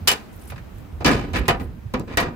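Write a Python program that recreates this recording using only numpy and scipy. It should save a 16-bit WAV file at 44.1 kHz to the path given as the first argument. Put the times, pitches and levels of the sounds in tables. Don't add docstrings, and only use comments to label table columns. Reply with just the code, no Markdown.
import sys
import numpy as np
from scipy import signal
from scipy.fft import rfft, irfft
from scipy.io import wavfile

SR = 44100
rng = np.random.default_rng(int(sys.argv[2]) if len(sys.argv) > 2 else 0)


def put_to_file(sound):
    columns = np.atleast_2d(sound).T
    safe = np.clip(columns, -1, 1)
    whole_steps = np.round(safe * 32767)
    wavfile.write(sys.argv[1], SR, whole_steps.astype(np.int16))


N = 104031

BAND_EDGES_HZ = 25 * 2 ** np.arange(0, 9.5, 1 / 3)
BAND_HZ = np.sqrt(BAND_EDGES_HZ[1:] * BAND_EDGES_HZ[:-1])
# frequency_hz, ring_s
STEEL_RING = [(60, 0.58), (300, .45), (2200, 0.23), (12000, 0.12)]


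def door(sheet):
    # start_s, crack_db, five levels_db (one at each colour_hz),
    # swell_s, hold_s, ring_factor, favoured_hz, boost_db
    blows = [(0.0736, -13, -43.5, -28, -15, -13.5, -13, 0.0015, 0.019, 0.79, 3010, 9.1),
             (0.115, -38, -39, -35.5, -32.5, -32.5, -22.5, 0.00081, 0.002, 0.5, 1130, 4),
             (1.005, -46, -37, -36, -45.5, -51.5, -75, 0.0011, 0.018, 0.57, 689, 2.2),
             (1.0456, -22, -24, -25, -19.5, -17.5, -64, 0.0024, 0.0078, 0.89, 253, 16),
             (1.06, -18, -24.5, -23, -22, -30.5, -26.5, 0.0024, 0.027, 0.85, 253, 14),
             (1.1114, -30, -33, -40, -34, -39, -45, 0.0017, 0.037, 2.46, 253, 8.1),
             (1.3335, -33.5, -35, -31.5, -28, -37.5, -47, 0.0076, 0.015, 0.51, 253, 12),
             (1.3554, -37, -27.5, -42, -26, -39.5, -42, .003, 0.023, 1.05, 505, 9.4),
             (1.4813, -14, -29.5, -20.5, -19.5, -29, -29, 0.00033, 0.013, 0.76, 717, 12.1),
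             (1.598, -46, -34.5, -45.5, -44.5, -54, -51, 0.0011, 0.015, 0.6, 200, 9.9),
             (1.938, -29.5, -24.5, -26.5, -29, -38, -61, 0.0015, 0.0092, 0.56, 200, 5.3),
             (1.9963, -33, -31.5, -46, -59, -49, -67, 0.0024, 0.0085, 0.52, 226, 3),
             (2.074, -55, -39, -46.5, -45, -58, -69, 0.0072, 0.036, 1.9, 425, 3),
             (2.172, -11, -26.5, -22, -18.5, -23, -33, 0.00033, 0.0033, 1.164, 1890, 15.7),
             (2.198, -50, -38, -34.5, -52, -50, -31, 0.0038, 0.016, 0.59, 227, 9.5)]
    colour_hz = [200, 650, 2200, 6000, 12000]
    modes_hz = [155, 200, 226, 253, 294, 425, 505, 689, 770, 851, 965, 1130, 1205, 1700, 1890, 2325, 3010]
    thump_hz, crack_t60_s, body_db, body_stretch = 60.3, 0.017, -29, 2.59
    out = np.zeros((2, N))
    ring_s = at_hz(STEEL_RING, BAND_HZ)[:, None]
    hold_share = ring_s / 0.29
    grain = from_db(2 * drift(73))
    scatter_db = 3.5 * rng.standard_normal((len(blows), len(modes_hz)))
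    shake = rng.standard_normal((2, N))
    crack = signal.sosfilt(signal.butter(1, 1200, "high", fs=SR, output="sos"), stereo(shake, 0.16))
    for blow, mode_scatter_db in zip(blows, scatter_db):
        start_s, crack_db, *levels_db, swell_s, hold_s, ring_factor, favoured_hz, boost_db = blow
        span = slice(int(start_s * SR), min(int((start_s + 0.45) * SR), N))
        t = np.arange(span.stop - span.start) / SR
        colour = [(thump_hz, levels_db[0] - 9), *zip(colour_hz, levels_db)]
        sheet_fall = envelope(t, swell_s, hold_s * hold_share, ring_factor * ring_s) * grain[span]
        body_fall = from_db(body_db) * envelope(t, swell_s, hold_s, body_stretch * ring_s)
        band_gains = (sheet_fall + body_fall) * from_db(at_hz(colour, BAND_HZ))[:, None]
        sound = np.einsum("bct,bt->ct", sheet[:, :, span], band_gains) / np.sqrt(5)
        sound += from_db(crack_db) * crack[:, span] * envelope(t, 0, 0, crack_t60_s)
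        force = shake[:, span] * envelope(t, swell_s, hold_s, crack_t60_s)
        for hz, chance_db in zip(modes_hz, mode_scatter_db):
            nearness = np.exp(-(np.log2(hz / favoured_hz) / 0.14) ** 2)
            mode_db = at_hz(colour, hz) + 0.5 + boost_db * nearness + chance_db
            sound += from_db(mode_db) * panel_mode(force, hz, ring_factor) / 2
        add(out, start_s, sound)
    return out


def panel_mode(force, hz, ring_factor):
    t60_s = 0.78 * ring_factor * at_hz(STEEL_RING, hz)
    radius, angle = from_db(-60 / (t60_s * SR)), 2 * np.pi * hz / SR
    mode = signal.lfilter([0, 1], [1, -2 * radius * np.cos(angle), radius ** 2], force + 1e-18)
    return metal_stereo(mode / np.abs(mode).max(axis=1, keepdims=True), hz)


def sheet_noise(mode_count=220, width_hz=35):
    hz = np.fft.rfftfreq(N, 1 / SR)
    modes_hz = 200 * 80 ** rng.random(mode_count) ** 0.6
    peaks = sum(1 / (1 + ((hz - mode) / (width_hz * np.sqrt(mode / 2000))) ** 2) for mode in modes_hz)
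    return irfft(rfft(rng.standard_normal((2, 2, N))) * (0.13 + peaks), N)


def metal_stereo(pair, hz):
    # frequency_hz, likeness, left_over_right_db
    image = [(100, 0.96, -0.5), (407, 0.78, 1), (1190, 0.017, -3), (4600, 0.018, 2.5), (12100, 0.1, -0.5)]
    return stereo(pair, at_hz(image, hz)) * pan(at_hz(image, hz, column=2))


def linkage_ticks(sheet, slope_db_per_octave=-8):
    # start_s, level_db, pitch_hz
    ticks = [(0.471, -48.5, 11000), (0.499, -38.5, 2310), (0.519, -34.5, 890), (0.559, -42.5, 1800),
             (.578, -42.5, 1500), (1.454, -42.5, 2620), (2.111, -40, 595), (2.124, -45, 2350),
             (2.136, -44, 1700)]
    out, t = np.zeros((2, N)), np.arange(SR // 10) / SR
    fall = envelope(t, swell_s=0.0023, hold_s=0, t60_s=0.1)
    for start_s, level_db, pitch_hz in ticks:
        start = int(start_s * SR)
        band_gains = from_db(slope_db_per_octave * np.abs(np.log2(BAND_HZ / pitch_hz)))
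        knock = np.tensordot(band_gains, sheet[:, :, start:start + len(t)], 1)
        add(out, start_s, from_db(level_db) * rms_one(knock) * fall)
    return out


def sleeve(noise):
    # start_s, length_s, level_db
    rustles = [(0.319, 0.065, -51), (0.372, 0.1, -48.5), (0.465, 0.054, -47.5), (0.736, 0.1, -57.5),
               (1.61, 0.054, -51), (1.362, 0.046, -42.5)]
    # frequency_hz, density_db
    colour = [(3000, -16), (7000, -16.5), (12000, -5), (15800, -6.5)]
    t = np.arange(N) / SR
    bursts = sum(from_db(level_db) * np.sin(np.pi * np.clip((t - start_s) / length_s, 0, 1))
                 for start_s, length_s, level_db in rustles)
    grain = from_db(2.6 * drift(88))
    return bursts * grain * flickering_noise(noise, colour, likeness=0.14, flicker_db=4, rate_hz=40)


def wind(noise):
    # time_s, level_db
    gusts = [(0.0, -22.5), (0.12, -40), (1.21, -31), (2.32, -38), (2.36, -40)]
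    # frequency_hz, density_db
    colour = [(25, -20), (45, -4.5), (70, 0.5), (130, -11), (400, -38.5)]
    gust_db = np.interp(np.arange(N) / SR, *np.transpose(gusts))
    rumble = flickering_noise(noise, colour, likeness=0.96, flicker_db=6.5, rate_hz=7.3)
    return from_db(gust_db) * pan(-5) * rumble


def distant_hum(noise, start_db=-42.5, fade_db_per_s=2.5):
    # frequency_hz, density_db
    colour = [(150, 0.5), (480, -15), (850, -18), (2080, -25.5), (5000, -37), (10000, -41), (15800, -30.5)]
    fade = from_db(start_db - fade_db_per_s * np.arange(N) / SR)
    return fade * flickering_noise(noise, colour, likeness=0.13, flicker_db=1, rate_hz=10)


def flickering_noise(noise, colour, likeness, flicker_db, rate_hz):
    inside = (BAND_HZ > colour[0][0]) & (BAND_HZ < colour[-1][0])
    out = np.zeros((2, N))
    for hz, pair in zip(BAND_HZ[inside], noise[inside]):
        gain = from_db(at_hz(colour, hz) + flicker_db * drift(rate_hz))
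        out += gain * np.sqrt(hz) * stereo(pair, likeness)
    return rms_one(out)


def third_octaves(pairs):
    filters = [signal.butter(2, edges, "band", fs=SR, output="sos")
               for edges in zip(BAND_EDGES_HZ, BAND_EDGES_HZ[1:])]
    return np.array([rms_one(signal.sosfilt(sos, pairs[k % 2])) for k, sos in enumerate(filters)])


def drift(rate_hz):
    step, settle = 20, 2000
    pole = np.exp(-2 * np.pi * rate_hz * step / SR)
    white = rng.standard_normal(N // step + settle + 2)
    slow = signal.lfilter([1], [1, -2 * pole, pole ** 2], white)[settle:]
    return np.interp(np.arange(N) / step, np.arange(len(slow)), rms_one(slow))


def envelope(t, swell_s, hold_s, t60_s):
    rise = np.clip(t / max(swell_s, 1e-4), 0, 1)
    return rise * from_db(-60 * np.maximum(t - swell_s - hold_s, 0) / t60_s)


def stereo(pair, likeness):
    mid, side = np.sqrt(1 + likeness) * pair[0], np.sqrt(1 - likeness) * pair[1]
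    return np.array([mid + side, mid - side]) / np.sqrt(2)


def pan(left_over_right_db):
    return from_db(left_over_right_db * np.array([[0.5], [-0.5]]))


def add(out, start_s, sound):
    start = int(start_s * SR)
    out[:, start:start + sound.shape[1]] += sound


def at_hz(points, hz, column=1):
    points = np.array(points)
    return np.interp(np.log(hz), np.log(points[:, 0]), points[:, column])


def from_db(db):
    return 10 ** (np.asarray(db) / 20)


def rms_one(x):
    return x / np.sqrt(np.mean(x ** 2) + 1e-20)


def scene():
    metal = third_octaves(sheet_noise())
    sheet = np.array([metal_stereo(pair, hz) for pair, hz in zip(metal, BAND_HZ)])
    air = third_octaves(rng.standard_normal((2, 2, N)))
    background = wind(air) + distant_hum(air[:, :, ::-1])
    return door(sheet) + linkage_ticks(sheet) + sleeve(air) + background


def record(dry):
    rounded = 1.5 * np.tanh(dry / 1.5)
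    low_cut = signal.sosfilt(signal.butter(2, 35, "high", fs=SR, output="sos"), rounded)
    dulled = signal.sosfilt(signal.cheby2(10, 40, 16100, fs=SR, output="sos"), low_cut)
    shelved = 0.25 * low_cut + 0.75 * dulled
    return signal.sosfilt(signal.cheby2(12, 60, 17000, fs=SR, output="sos"), shelved)


dry = scene()
out = record(dry)
put_to_file(out)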